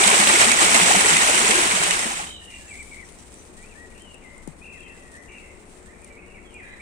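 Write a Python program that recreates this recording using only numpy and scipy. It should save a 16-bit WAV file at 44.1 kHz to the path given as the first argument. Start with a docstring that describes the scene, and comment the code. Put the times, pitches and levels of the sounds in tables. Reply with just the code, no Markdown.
"""A shallow stream rushes over stones close by: bursts of filtered noise and clicks make its spray and
splashes, decaying rising sines its bubbles and gurgles. It fades away and leaves a quiet wood, where
gliding sines make a warbling thrush and a small peeping bird, and echoes return from the trees.
Random ticks patter over soft noise and a faint, far hum; one fat drop, a sine of sagging pitch,
knocks right beside the left port of the microphone."""
import sys
import numpy as np
from scipy import signal
from scipy.fft import rfft, irfft, next_fast_len
from scipy.io import wavfile

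SR = 44100
rng = np.random.default_rng(int(sys.argv[2]) if len(sys.argv) > 2 else 0)


def persist_wave(psi):
    """Save psi, clipped to +-1, as 16-bit WAV."""
    counts = np.round(np.clip(psi, -1, 1) * 32767).astype(np.int16)
    wavfile.write(sys.argv[1], SR, np.atleast_2d(counts).T)


N = 300321
T = np.arange(N) / SR  # time of every sample, s

# still air of the wood: colour [f/Hz, relative level/dB]
AIR_COLOUR = [(12, -31), (20, 7), (32, -3), (75, -0.5), (118, -13), (211, -6), (327, -9.5), (359, -9),
              (557, -12), (611, -13.5), (752, -13.5), (1690, -21), (1850, -19), (2440, -21), (5000, -70),
              (6500, -59), (11000, -120)]
# likeness of the air at the two ports [f/Hz, coherence]
AIR_COHERENCE = [(30, 0.52), (100, 0.99), (300, 0.71), (650, 0.15), (1400, 0), (15000, 0)]
# lean of the air to one port [f/Hz, left minus right/dB]
AIR_LEAN = [(60, 6), (300, 6.5), (700, 4.5), (2400, 3), (6000, 8)]
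AIR_DB = -47

# lines of the far hum, before its swell [f/Hz, level/dB rms]
HUM_LINES = [(364, -61.5), (428, -67), (465, -66.5), (578, -68)]
# slow swell of the hum [t/s, gain/dB]
HUM_SWELL = [(2.3, -26), (3.6, -0.5), (4.6, -4), (5.8, 1), (6.8, -0.5)]

# course of the fine patter, before its overall gain [t/s, level/dB]
PATTER_COURSE = [(2.4, -56), (2.78, -53.5), (4.27, -62.5), (5.11, -61.5), (5.89, -61), (6.33, -66.5),
                 (6.8, -61)]
# colour of a drop on a leaf [f/Hz, gain/dB]
LEAF_COLOUR = [(800, -33), (2500, 2), (4500, -3), (6000, 0), (9000, 2), (12000, -4), (15000, -4.5)]
# nearer drops, before their treble filter [t/s, level/dB, left minus right/dB]
NEAR_DROPS = [(3.122, -32, 2.5), (3.3411, -32, -8), (3.627, -31.5, 1), (4.02, -30, 1), (4.143, -33, 9),
              (4.3795, -34, -3), (4.475, -29.5, 20), (4.804, -34.5, 4), (5.117, -35, 3), (5.142, -35, 2.5),
              (5.168, -34, 3), (6.018, -37, 12), (6.045, -30.5, 16), (6.5417, -33, 0)]
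PATTER_GAIN_DB = 5
TICK_NOISE_S, TICK_NOISE_DB = 0.007, 3  # a short, soft noise with each tick, gone within milliseconds

KNOCK_S, KNOCK_DB, KNOCK_FADE_DB_PER_S = 4.4762, -22, 582  # the fat drop's thud
KNOCK_FIRST_HZ, KNOCK_LAST_HZ, KNOCK_SAG_S = 506, 151, 0.0027
PLOP_DELAY_S, PLOP_DB, PLOP_HZ = 0.0011, -33, 800  # the air it traps

# the thrush's pure notes, before flutter
# [t/s, length/s, level/dB, first f/Hz, middle f/Hz, last f/Hz]
THRUSH_WHISTLES = [(2.405, .045, -45, 1770, 1830, 1830), (2.582, 0.12, -49, 1880, 1684, 2070),
                   (2.597, .038, -52, 2710, 2780, 2830), (2.672, .04, -45, 2750, 2640, 2500),
                   (2.7, 0.038, -36.5, 2470, 2285, 2110), (2.782, 0.046, -35, 2416, 2310, 2030),
                   (3.019, 0.024, -39, 2130, 1980, 1780), (3.561, 0.092, -51, 1780, 1950, 1980),
                   (3.615, 0.039, -47, 2170, 2350, 2500), (3.645, 0.04, -56, 2470, 2630, 2720),
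                   (3.69, 0.058, -51, 2860, 2530, 2170), (3.746, 0.12, -45, 1700, 1906, 1893),
                   (3.942, 0.047, -59, 1870, 1920, 1900), (3.908, 0.026, -54, 2480, 2300, 1950),
                   (3.995, 0.059, -51.5, 2950, 3130, 3020), (4.043, 0.083, -49, 3010, 2915, 2800),
                   (4.132, 0.023, -45.5, 2860, 2760, 2580), (4.235, .04, -43.5, 2270, 2070, 1970),
                   (4.61, 0.029, -42, 2460, 2495, 2600), (4.73, 0.067, -47.5, 2220, 2015, 1710),
                   (4.782, .1, -54, 3330, 3210, 2970), (4.955, 0.22, -51.5, 2060, 1910, 1830),
                   (5.136, 0.027, -42, 1810, 1783, 1870), (5.163, 0.049, -43, 1895, 1982, 1980),
                   (5.221, .045, -51, 1890, 1975, 2160), (5.853, .066, -49, 1724, 1854, 2210),
                   (5.925, .024, -49, 1800, 1890, 2080), (6.018, 0.094, -51.5, 2645, 2175, 1920),
                   (6.097, 0.089, -48.5, 2334, 2270, 2160), (6.17, 0.042, -47, 2250, 2535, 2420),
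                   (6.213, .044, -47, 2265, 2204, 2220), (6.268, .035, -55, 2900, 2840, 2800),
                   (6.297, 0.033, -50, 2780, 2680, 2520), (6.326, 0.025, -55, 2720, 2780, 2810),
                   (6.342, 0.052, -43.5, 2354, 2235, 1830), (6.36, 0.039, -52, 2530, 2520, 2450),
                   (6.443, .05, -53.5, 3410, 3300, 3180), (6.537, 0.076, -42, 2455, 2327, 1820),
                   (6.792, .06, -38, 2190, 2380, 2300)]
# its trilled notes, before flutter
# [t/s, length/s, level/dB, first f/Hz, middle f/Hz, last f/Hz, trill/(1/s), swing scale/Hz, pulsing 0-1]
THRUSH_TRILLS = [(2.262, 0.11, -34, 2960, 3035, 2970, 53, 50, 1),
                 (2.372, 0.12, -39, 2890, 2794, 2786, 51, 75, 1),
                 (2.247, 0.14, -44.5, 3530, 3600, 3770, 57, 260, 0.1),
                 (2.475, 0.1, -37, 2800, 2770, 2670, 51, 45, .85),
                 (2.473, 0.11, -48, 1890, 1980, 1910, 48, 70, 0.4),
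                 (2.499, 0.11, -44.5, 2230, 2270, 2160, 52, 200, 0.2),
                 (2.732, 0.054, -35.5, 2090, 2195, 2290, 66, 80, .25),
                 (2.908, 0.05, -38, 2285, 2215, 2060, 77, 60, .2),
                 (2.954, 0.068, -38.5, 2100, 2180, 2060, 70, 99, 0.4),
                 (3.941, 0.056, -49.5, 2630, 2650, 2760, 74, 130, .2),
                 (4.21, 0.036, -52, 2570, 2330, 2250, 58, 100, 0),
                 (4.268, 0.14, -45.5, 2020, 2064, 2070, 54, 57, 0.3),
                 (4.635, .12, -38, 2628, 2603, 2596, 44, 99, 0.33),
                 (4.752, 0.17, -43.5, 2590, 2607, 2637, 42, 100, 0.25),
                 (4.852, 0.11, -47, 2105, 1927, 1654, 43, 70, 0.3),
                 (5.276, 0.062, -44.5, 2630, 2560, 2540, 74, 230, 0.1),
                 (5.33, 0.066, -41.5, 2640, 2608, 2390, 67, 157, 0.1),
                 (5.291, 0.087, -46, 2100, 2194, 2160, 65, 150, .3),
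                 (5.41, 0.111, -48, 2206, 2094, 2110, 66, 70, 0.05),
                 (5.912, 0.087, -56, 2354, 2200, 2260, 60, 170, 0.2),
                 (6.161, .11, -56, 2500, 2586, 2630, 81, 130, .3),
                 (6.055, 0.065, -59, 2700, 2740, 2600, 58, 170, 0.4),
                 (6.491, .045, -53, 3120, 2980, 2840, 70, 130, 0.3),
                 (6.529, 0.048, -46, 2790, 2710, 2700, 76, 45, 0.3),
                 (6.571, 0.075, -44, 2580, 2466, 2390, 72, 45, .4),
                 (6.602, 0.15, -42.5, 1795, 1863, 1980, 57, 147, 0.33),
                 (6.64, 0.11, -59, 3400, 3630, 3600, 56, 300, 0.2)]
# the small bird's sharp chips [t/s, level/dB]
SMALL_CHIPS = [(2.659, -45.5), (2.756, -47.5), (2.864, -52)]
# its thin peeps [t/s, length/s, level/dB, middle f/Hz]
SMALL_PEEPS = [(3.032, .04, -52, 5880), (3.172, .04, -52, 5880), (3.348, 0.062, -50, 6050),
               (5.16, .03, -57, 5800), (5.165, .028, -60, 6230), (5.238, 0.068, -57, 6310)]
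# where the birds sit [t/s, left minus right/dB, echo of the trees/dB]
BIRD_PERCH = [(2.4, 0, -8.5), (3, 9, -14), (4, 8.5, -7), (4.7, 6, -7), (5.4, 4.5, -5), (6.15, -1, -2.5),
              (6.47, 2, -4.5), (6.7, 0.5, 0)]
# single trunks that answer the birds [delay/s, level/dB]
TRUNK_ECHOES = [(.021, -17), (.047, -23.5), (.083, -27)]
CHIP_S, CHIP_FIRST_HZ, CHIP_MIDDLE_HZ, CHIP_LAST_HZ = 0.077, 5700, 7950, 7530  # shoots up, tips over
PEEP_START_BELOW_HZ, PEEP_END_ABOVE_HZ = 165, 82.5  # every peep is a short upward glide
NOTE_ATTACK_S, NOTE_RELEASE_S, NOTE_GROWTH_DB = 0.011, 0.0074, 0.5  # growth over the whole note
FLUTTER_DB, FLUTTER_SHARE = 1.76, 0.0085  # rms shake of the voices in loudness and pitch

# course of the stream, before its surges [t/s, level/dB]
STREAM_COURSE = [(0.0, -17.5), (0.06, -16), (0.31, -17), (0.41, -15), (0.57, -20.5), (0.62, -14),
                 (0.7, -19), (0.76, -14.5), (0.78, -16.5), (1.6, -19), (1.67, -21), (1.88, -22),
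                 (1.935, -22.5), (2.22, -32), (2.32, -44.5)]
# colour of the rushing water [f/Hz, gain/dB]
RUSH_COLOUR = [(70, -17), (110, -13.5), (190, -9), (300, -7), (420, -3), (520, -8), (780, 0.5), (1500, 0),
               (2200, 0.5), (2900, -1.5), (4300, -7), (6500, -5.5), (9000, -6), (12000, -10.5),
               (15500, -15)]
# likeness of the stream at the two ports [f/Hz, coherence]
STREAM_COHERENCE = [(60, 0.51), (200, 1), (600, 0.81), (1300, 0.65), (2500, 0.26), (9000, 0.055)]
# lean of the stream to one port [f/Hz, left minus right/dB]
STREAM_LEAN = [(60, 11), (130, 5), (380, 5), (800, 3.5), (1400, 3.5), (2100, -3), (2700, 1), (4000, -2.5),
               (15000, 2.5)]
# sharp splashes, before colouring [t/s, level/dB]
SPLASH_SLAPS = [(.076, 0.5), (0.2, -2), (0.271, -0.5), (.414, -2), (0.441, -5), (.495, -4.5), (.516, 0.5),
                (.744, 2.5), (.962, -3), (1.109, -15), (1.168, -1.5), (1.353, -4), (1.508, -2.5),
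                (1.835, -4.5), (1.908, -1.5)]
# air pockets that stand out under the cascades
# [t/s, level/dB, starting f/Hz, upward glide/(share of f per decay time)]
CASCADE_GURGLES = [(.037, -15, 3450, .01), (.038, -10, 3850, .01), (.06, -21, 201, .03),
                   (.098, -11.5, 930, 0.17), (.122, -16.5, 414, 0.033), (.14, -19, 550, 0.036),
                   (.194, -19, 197, .03), (.271, -19.5, 564, .04), (0.335, -18, 332, 0.032),
                   (.355, -10, 2100, .03), (0.428, -10, 2360, 0.026), (.615, -8, 1120, 0.12),
                   (.62, -20.5, 318, .03), (.745, -12.5, 618, 0.13), (0.813, -18.5, 177, 0.018),
                   (.893, -14, 536, 0.19), (0.906, -7, 750, 0.17), (.945, -10, 680, 0.14),
                   (0.961, -19, 187, .02), (1.044, -16.5, 420, .03), (1.125, -24.5, 158, .02),
                   (1.164, -8, 1980, 0.035), (1.212, -19, 806, .1), (1.29, -18, 577, .05),
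                   (1.44, -18, 410, .03), (1.49, -21, 216, .03), (1.553, -11, 1530, .05),
                   (1.578, -18, 336, 0.051), (1.736, -27, 187, 0.022), (1.8, -27.5, 162, 0.022),
                   (1.9135, -26, 2190, .02), (2.055, -26, 212, .02), (2.195, -22, 786, 0.053)]
# bubble swarms from deep to fine, before clouding
# [lowest f/Hz, highest f/Hz, rate/(1/s), mean cycles per decay time, level/dB, spread of strengths/dB]
BUBBLE_SWARMS = [(165.5, 501, 80, 8.2, -19.5, 3), (461, 1675, 300, 4.5, -14, 3),
                 (1784, 3300, 480, 9.6, -10, 3.5), (5210, 9530, 600, 13.4, -12.5, 3)]
STREAM_GONE_S = 2.36
PORT_LAG_S = 0.0003615  # the water lies to the right, so the left port hears it late
CLOUD_DB = 2  # rms unevenness of the bubbles
SPLASH_BUBBLE_DB, SPLASH_BUBBLE_HZ, SPLASH_BUBBLE_S = -15, 2500, 0.012  # every slap drives a few under

# response of each microphone port with its cavity resonances [f/Hz, left gain/dB, right gain/dB]
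PORT_RESPONSE = [(3600, 0, 0.5), (3750, 0.5, 4), (5100, -0.5, -1), (6820, 0, 2), (7860, 0.5, 10),
                 (8410, 2.5, 7), (8950, 8, -3), (9630, 3.5, -18), (9970, 0.5, -7), (10550, -11.5, -12.5),
                 (11700, -13, -12.5), (15400, -11.5, -10)]
EDGE_HZ = 15750  # upper band limit


def gain_of(db):
    """Decibels to amplitude."""
    return 10 ** (np.asarray(db) / 20)


def evened(x):
    """Scales to rms 1."""
    return x / np.sqrt(np.mean(x ** 2) + 1e-20)


def read(points, hz):
    """Reads a spectrum table on a log-frequency axis."""
    f, value = np.transpose(points)
    return np.interp(np.log(hz + 1), np.log(f + 1), value)


def follow(rows):
    """Reads a time curve at every sample."""
    return np.interp(T, *np.transpose(rows))


def panned(side_db):
    """Left and right gains for a level difference."""
    side_db = np.atleast_1d(side_db)
    return gain_of(np.array([side_db, -side_db]) / 2)


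def add(mix, s, sound):
    """Mixes a sound in at time s."""
    start = max(round(s * SR), 0)
    part = mix[..., start:][..., :sound.shape[-1]]
    part += sound[..., :part.shape[-1]]


def coloured(x, gain):
    """Filters by a gain that is a function of frequency."""
    size = next_fast_len(x.shape[-1] + 2048)
    spectrum = rfft(x, size) * gain(np.fft.rfftfreq(size, 1 / SR))
    return irfft(spectrum, size)[..., :x.shape[-1]]


def paired(x, coherence):
    """Makes two unrelated channels alike, band by band."""
    likeness = lambda hz: np.clip(read(coherence, hz), -1, 1)
    shared = coloured(x[0], likeness)
    own = coloured(x[1], lambda hz: np.sqrt(1 - likeness(hz) ** 2))
    return np.array([x[0], shared + own])


def wander(slow_hz, fast_hz):
    """An irregular curve of rms 1: forty sines of random phase between two rates."""
    t, rates = T[::64], np.geomspace(slow_hz, fast_hz, 40)[:, None]
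    waves = np.sin(2 * np.pi * (rates * t + rng.random((40, 1))))
    return np.interp(T, t, evened(waves.sum(0)))


def impacts(per_s, spread_db):
    """Random clicks of either sign: many small, a few large."""
    size = gain_of(spread_db * np.minimum(rng.exponential(1, N), 4.5))
    struck = rng.random(N) < per_s / SR
    return size * rng.choice([-1, 1], N) * struck


def bubble(hz, cycles, rise):
    """An air pocket rings, decaying over some cycles; its pitch rises as it nears the surface."""
    u = np.arange(int(4 * cycles * SR / hz) + 2) * hz / (cycles * SR)  # time in decay times
    ring = np.sin(2 * np.pi * cycles * (u + rise * u * u / 2))
    return ring * (1 - np.exp(-6 * u)) * np.exp(-u) * (1 - u / u[-1]) ** 0.5


def scatter(x, t60, gap_s):
    """A diffuse echo: a decaying noise tail of energy 1, different at each port."""
    t = np.arange(SR) / SR
    tail = rng.standard_normal((2, SR)) * gain_of(-60 * t / t60) * (1 - np.exp(-t / gap_s))
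    return signal.fftconvolve(np.atleast_2d(x), tail / np.linalg.norm(tail[0]), axes=1)[:, :N]


def air():
    """A low, distant murmur of wind and water: coloured noise, partly alike at both ports."""
    noise = paired(rng.standard_normal((2, N)), AIR_COHERENCE)
    shape = lambda hz: gain_of(read(AIR_COLOUR, hz)) * panned(read(AIR_LEAN, hz))
    return gain_of(AIR_DB) * evened(coloured(noise, shape))


def hum():
    """Faint, far sine lines that waver in level and pitch."""
    lines = np.zeros(N)
    for hz, db in HUM_LINES:
        level = gain_of(db + 3.4 * wander(0.813, 10))
        pitch_hz = hz + 2.86 * wander(0.98, 8.1)
        lines += level * np.sin(2 * np.pi * np.cumsum(pitch_hz) / SR)
    return np.sqrt(2) * lines * gain_of(follow(HUM_SWELL)) * panned(side_db=8.5)


def patter():
    """Fine drops tick on leaves all around, a short, soft noise with each tick; a few fall near."""
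    ticks = evened(np.array([impacts(per_s=800, spread_db=4.5) for port in range(2)]))
    keep = np.exp(-1 / (TICK_NOISE_S * SR))
    energy = signal.lfilter([(1 - keep) ** 2], np.poly([keep, keep]), ticks ** 2)
    soft_noise = np.sqrt(energy) * rng.standard_normal((2, N))
    ticks = ticks + gain_of(TICK_NOISE_DB) * soft_noise
    shower_db = follow(PATTER_COURSE) + 1.0 * wander(2.8, 40)  # drops come in little clusters
    fine = evened(coloured(ticks, lambda hz: gain_of(read(LEAF_COLOUR, hz))))
    fine = fine * gain_of(shower_db + PATTER_GAIN_DB) * panned(side_db=0.8)
    near, t = np.zeros((2, N)), np.arange(700) / SR
    snap = np.exp(-t / 0.0019) * (1 - np.exp(-t / 0.0005))
    for s, db, side_db in NEAR_DROPS:
        add(near, s, gain_of(db) * panned(side_db) * snap * rng.standard_normal((2, len(t))))
    # a near drop gives a high, thin tick
    return fine + coloured(near, lambda hz: 1 / (1 + ((hz - 8800) / 2100) ** 2))


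def knock():
    """A fat drop strikes by the left port: a dull thud whose pitch sags, and a brief plop."""
    out, t = np.zeros(N), np.arange(0, 0.09, 1 / SR)
    hz = KNOCK_LAST_HZ + (KNOCK_FIRST_HZ - KNOCK_LAST_HZ) * np.exp(-t / KNOCK_SAG_S)
    db = KNOCK_DB - KNOCK_FADE_DB_PER_S * t
    add(out, KNOCK_S, gain_of(db) * np.sin(2 * np.pi * np.cumsum(hz) / SR))
    add(out, KNOCK_S + PLOP_DELAY_S, gain_of(PLOP_DB) * bubble(PLOP_HZ, cycles=2.8, rise=0))
    return out * gain_of([[0], [-24]])  # left, right


def note(waver, s, length, db, first_hz, middle_hz, last_hz, trill=0, swing_hz=0, pulsing=0):
    """An arched, slightly unsteady whistle; a trill lifts its pitch and loudness on every beat."""
    t = np.arange(0, length, 1 / SR)
    arch = np.polyval(np.polyfit([0, 0.5, 1], [first_hz, middle_hz, last_hz], 2), t / length)
    beat = np.abs(np.sin(np.pi * trill * t))
    hz = (arch + swing_hz * (np.pi * beat - 2)) * np.interp(s + t, T, waver)
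    edges = np.clip(np.minimum(t / NOTE_ATTACK_S, (length - t) / NOTE_RELEASE_S), 0, 1)
    pulse = 1 - np.clip(pulsing, 0, 1) * (1 - beat ** 4)
    loud = gain_of(db + NOTE_GROWTH_DB * t / length) * pulse * np.sin(np.pi / 2 * edges) ** 2
    return s, loud * np.sin(2 * np.pi * np.cumsum(hz) / SR)


def birds():
    """The thrush whistles and trills, the small bird chips and peeps; the trees throw it all back."""
    voice, small = np.zeros(N), np.zeros(N)
    waver = 1 + FLUTTER_SHARE * wander(30, 200)
    for row in THRUSH_WHISTLES + THRUSH_TRILLS:
        add(voice, *note(waver, *row))
    for s, db in SMALL_CHIPS:
        add(small, *note(waver, s, CHIP_S, db, CHIP_FIRST_HZ, CHIP_MIDDLE_HZ, CHIP_LAST_HZ))
    for s, length, db, hz in SMALL_PEEPS:
        add(small, *note(waver, s, length, db, hz - PEEP_START_BELOW_HZ, hz, hz + PEEP_END_ABOVE_HZ))
    # the small bird sits deep in the leaves
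    voice += small / 2 + gain_of(-5) * scatter(small, t60=0.12, gap_s=0.0018)[0]
    voice *= gain_of(FLUTTER_DB * wander(25, 120))
    s, side_db, echo_db = np.transpose(BIRD_PERCH)
    direct = np.array([voice, np.roll(voice, round(0.00039 * SR))])  # later at the right port
    trunks = gain_of(-10) * scatter(voice, t60=0.09, gap_s=0.002)
    for delay_s, db in TRUNK_ECHOES:
        add(trunks, delay_s, gain_of(db) * direct)
    wood = scatter(voice * gain_of(np.interp(T, s, echo_db)), t60=0.87, gap_s=0.0048)
    return (gain_of(-4.0) * direct + trunks + wood) * panned(np.interp(T, s, side_db))


def spray():
    """Countless droplets burst on the stones; the body and the treble surge each in their own way."""
    clicks = np.array([impacts(per_s=7000, spread_db=2.5) for port in range(2)])
    drops = paired(evened(clicks), STREAM_COHERENCE)
    body = coloured(drops, lambda hz: 1 / (1 + (hz / 3800) ** 4))
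    body_db, treble_db = 0.57 * wander(6.2, 60), 0.27 * wander(35, 150)
    surging = body * gain_of(body_db) + (drops - body) * gain_of(treble_db)
    return evened(coloured(surging, lambda hz: gain_of(read(RUSH_COLOUR, hz))))


def fizz(low_hz, high_hz, per_s, cycles, spread_db, count):
    """A swarm of bubbles of many sizes, each at its own depth and its own place between the banks."""
    out = np.zeros((2, N))
    draws = rng.random((count, 6))[:int(per_s * STREAM_GONE_S)]
    for size, loud, when, place, lag, depth in draws:
        hz = low_hz * (high_hz / low_hz) ** size
        db = spread_db * min(-np.log(loud), 3.2) + read(RUSH_COLOUR, hz)
        ring = gain_of(db) * bubble(hz, cycles * (0.5 + depth), rise=0.178 * (1 - depth))
        side = (place - 0.5) * min(hz / 1500, 1.3)  # only short waves are shaded from one port
        s = when * STREAM_GONE_S
        add(out[0], s + (lag - 0.5) * 0.00038, ring * (1 + side))
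        add(out[1], s, ring * (1 - side))
    return out / np.std(out[:, T < STREAM_GONE_S])


def splashes():
    """Short slaps of water against a stone, each with a spatter of small bubbles."""
    bursts, spatter, t = np.zeros((2, N)), np.zeros((2, N)), np.arange(2000) / SR
    slap = np.exp(-t / 0.0035) * (1 - np.exp(-t / 0.0004))
    for s, db in SPLASH_SLAPS:
        add(bursts, s, gain_of(db) * slap * rng.standard_normal((2, len(t))))
        for when, octave, place in rng.random(size=(4, 3)):
            ring = bubble(SPLASH_BUBBLE_HZ * 2 ** (octave - 0.5), cycles=10.3, rise=0.067)
            gains = gain_of(db + SPLASH_BUBBLE_DB) * panned(side_db=21 * (place - 0.5))
            add(spatter, s + when * SPLASH_BUBBLE_S, gains * ring)
    shape = lambda hz: gain_of(read(RUSH_COLOUR, hz)) * hz / (hz + 700)
    return spatter + coloured(paired(bursts, STREAM_COHERENCE), shape)


def stream():
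    """Spray and ringing bubbles follow the flow; gurgles and splashes stand out of it."""
    water = gain_of(-0.5) * spray()
    for low_hz, high_hz, per_s, cycles, db, spread_db in BUBBLE_SWARMS:
        cloud_db = db + CLOUD_DB * wander(8, 45)  # bubbles of a size are pulled under in clouds
        water += gain_of(cloud_db) * fizz(low_hz, high_hz, per_s, cycles, spread_db, count=2500)
    # spray and bubbles come in the same rushes
    surge_db = 0.64 * wander(5, 40) + 0.14 * wander(40, 200)
    fade = np.clip((STREAM_GONE_S - T) / 0.048, 0, 1)
    water *= gain_of(follow(STREAM_COURSE) + surge_db + 0.79) * fade
    for s, db, hz, rise in CASCADE_GURGLES:
        add(water, s, gain_of(db) * bubble(hz, cycles=4 * np.sqrt(hz / 200), rise=rise))
    lag = np.array([[PORT_LAG_S], [0]])
    at_ports = lambda hz: panned(read(STREAM_LEAN, hz)) * np.exp(-2j * np.pi * hz * lag)
    return coloured(water + splashes(), at_ports)


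def scene():
    """The stream close by, and the wood behind it."""
    return stream() + air() + hum() + patter() + knock() + birds()


def record(dry):
    """The ports ring in the treble; peaks stop at full scale; then the band limit."""
    ports = np.array(PORT_RESPONSE)
    heard = coloured(dry, lambda hz: gain_of([read(ports[:, :2], hz), read(ports[:, ::2], hz)]))
    lowpass = signal.firwin(511, EDGE_HZ, window=("kaiser", 9), fs=SR)
    return signal.oaconvolve(np.clip(heard, -1, 1), lowpass[None], "same")


dry = scene()
out = record(dry)
persist_wave(out)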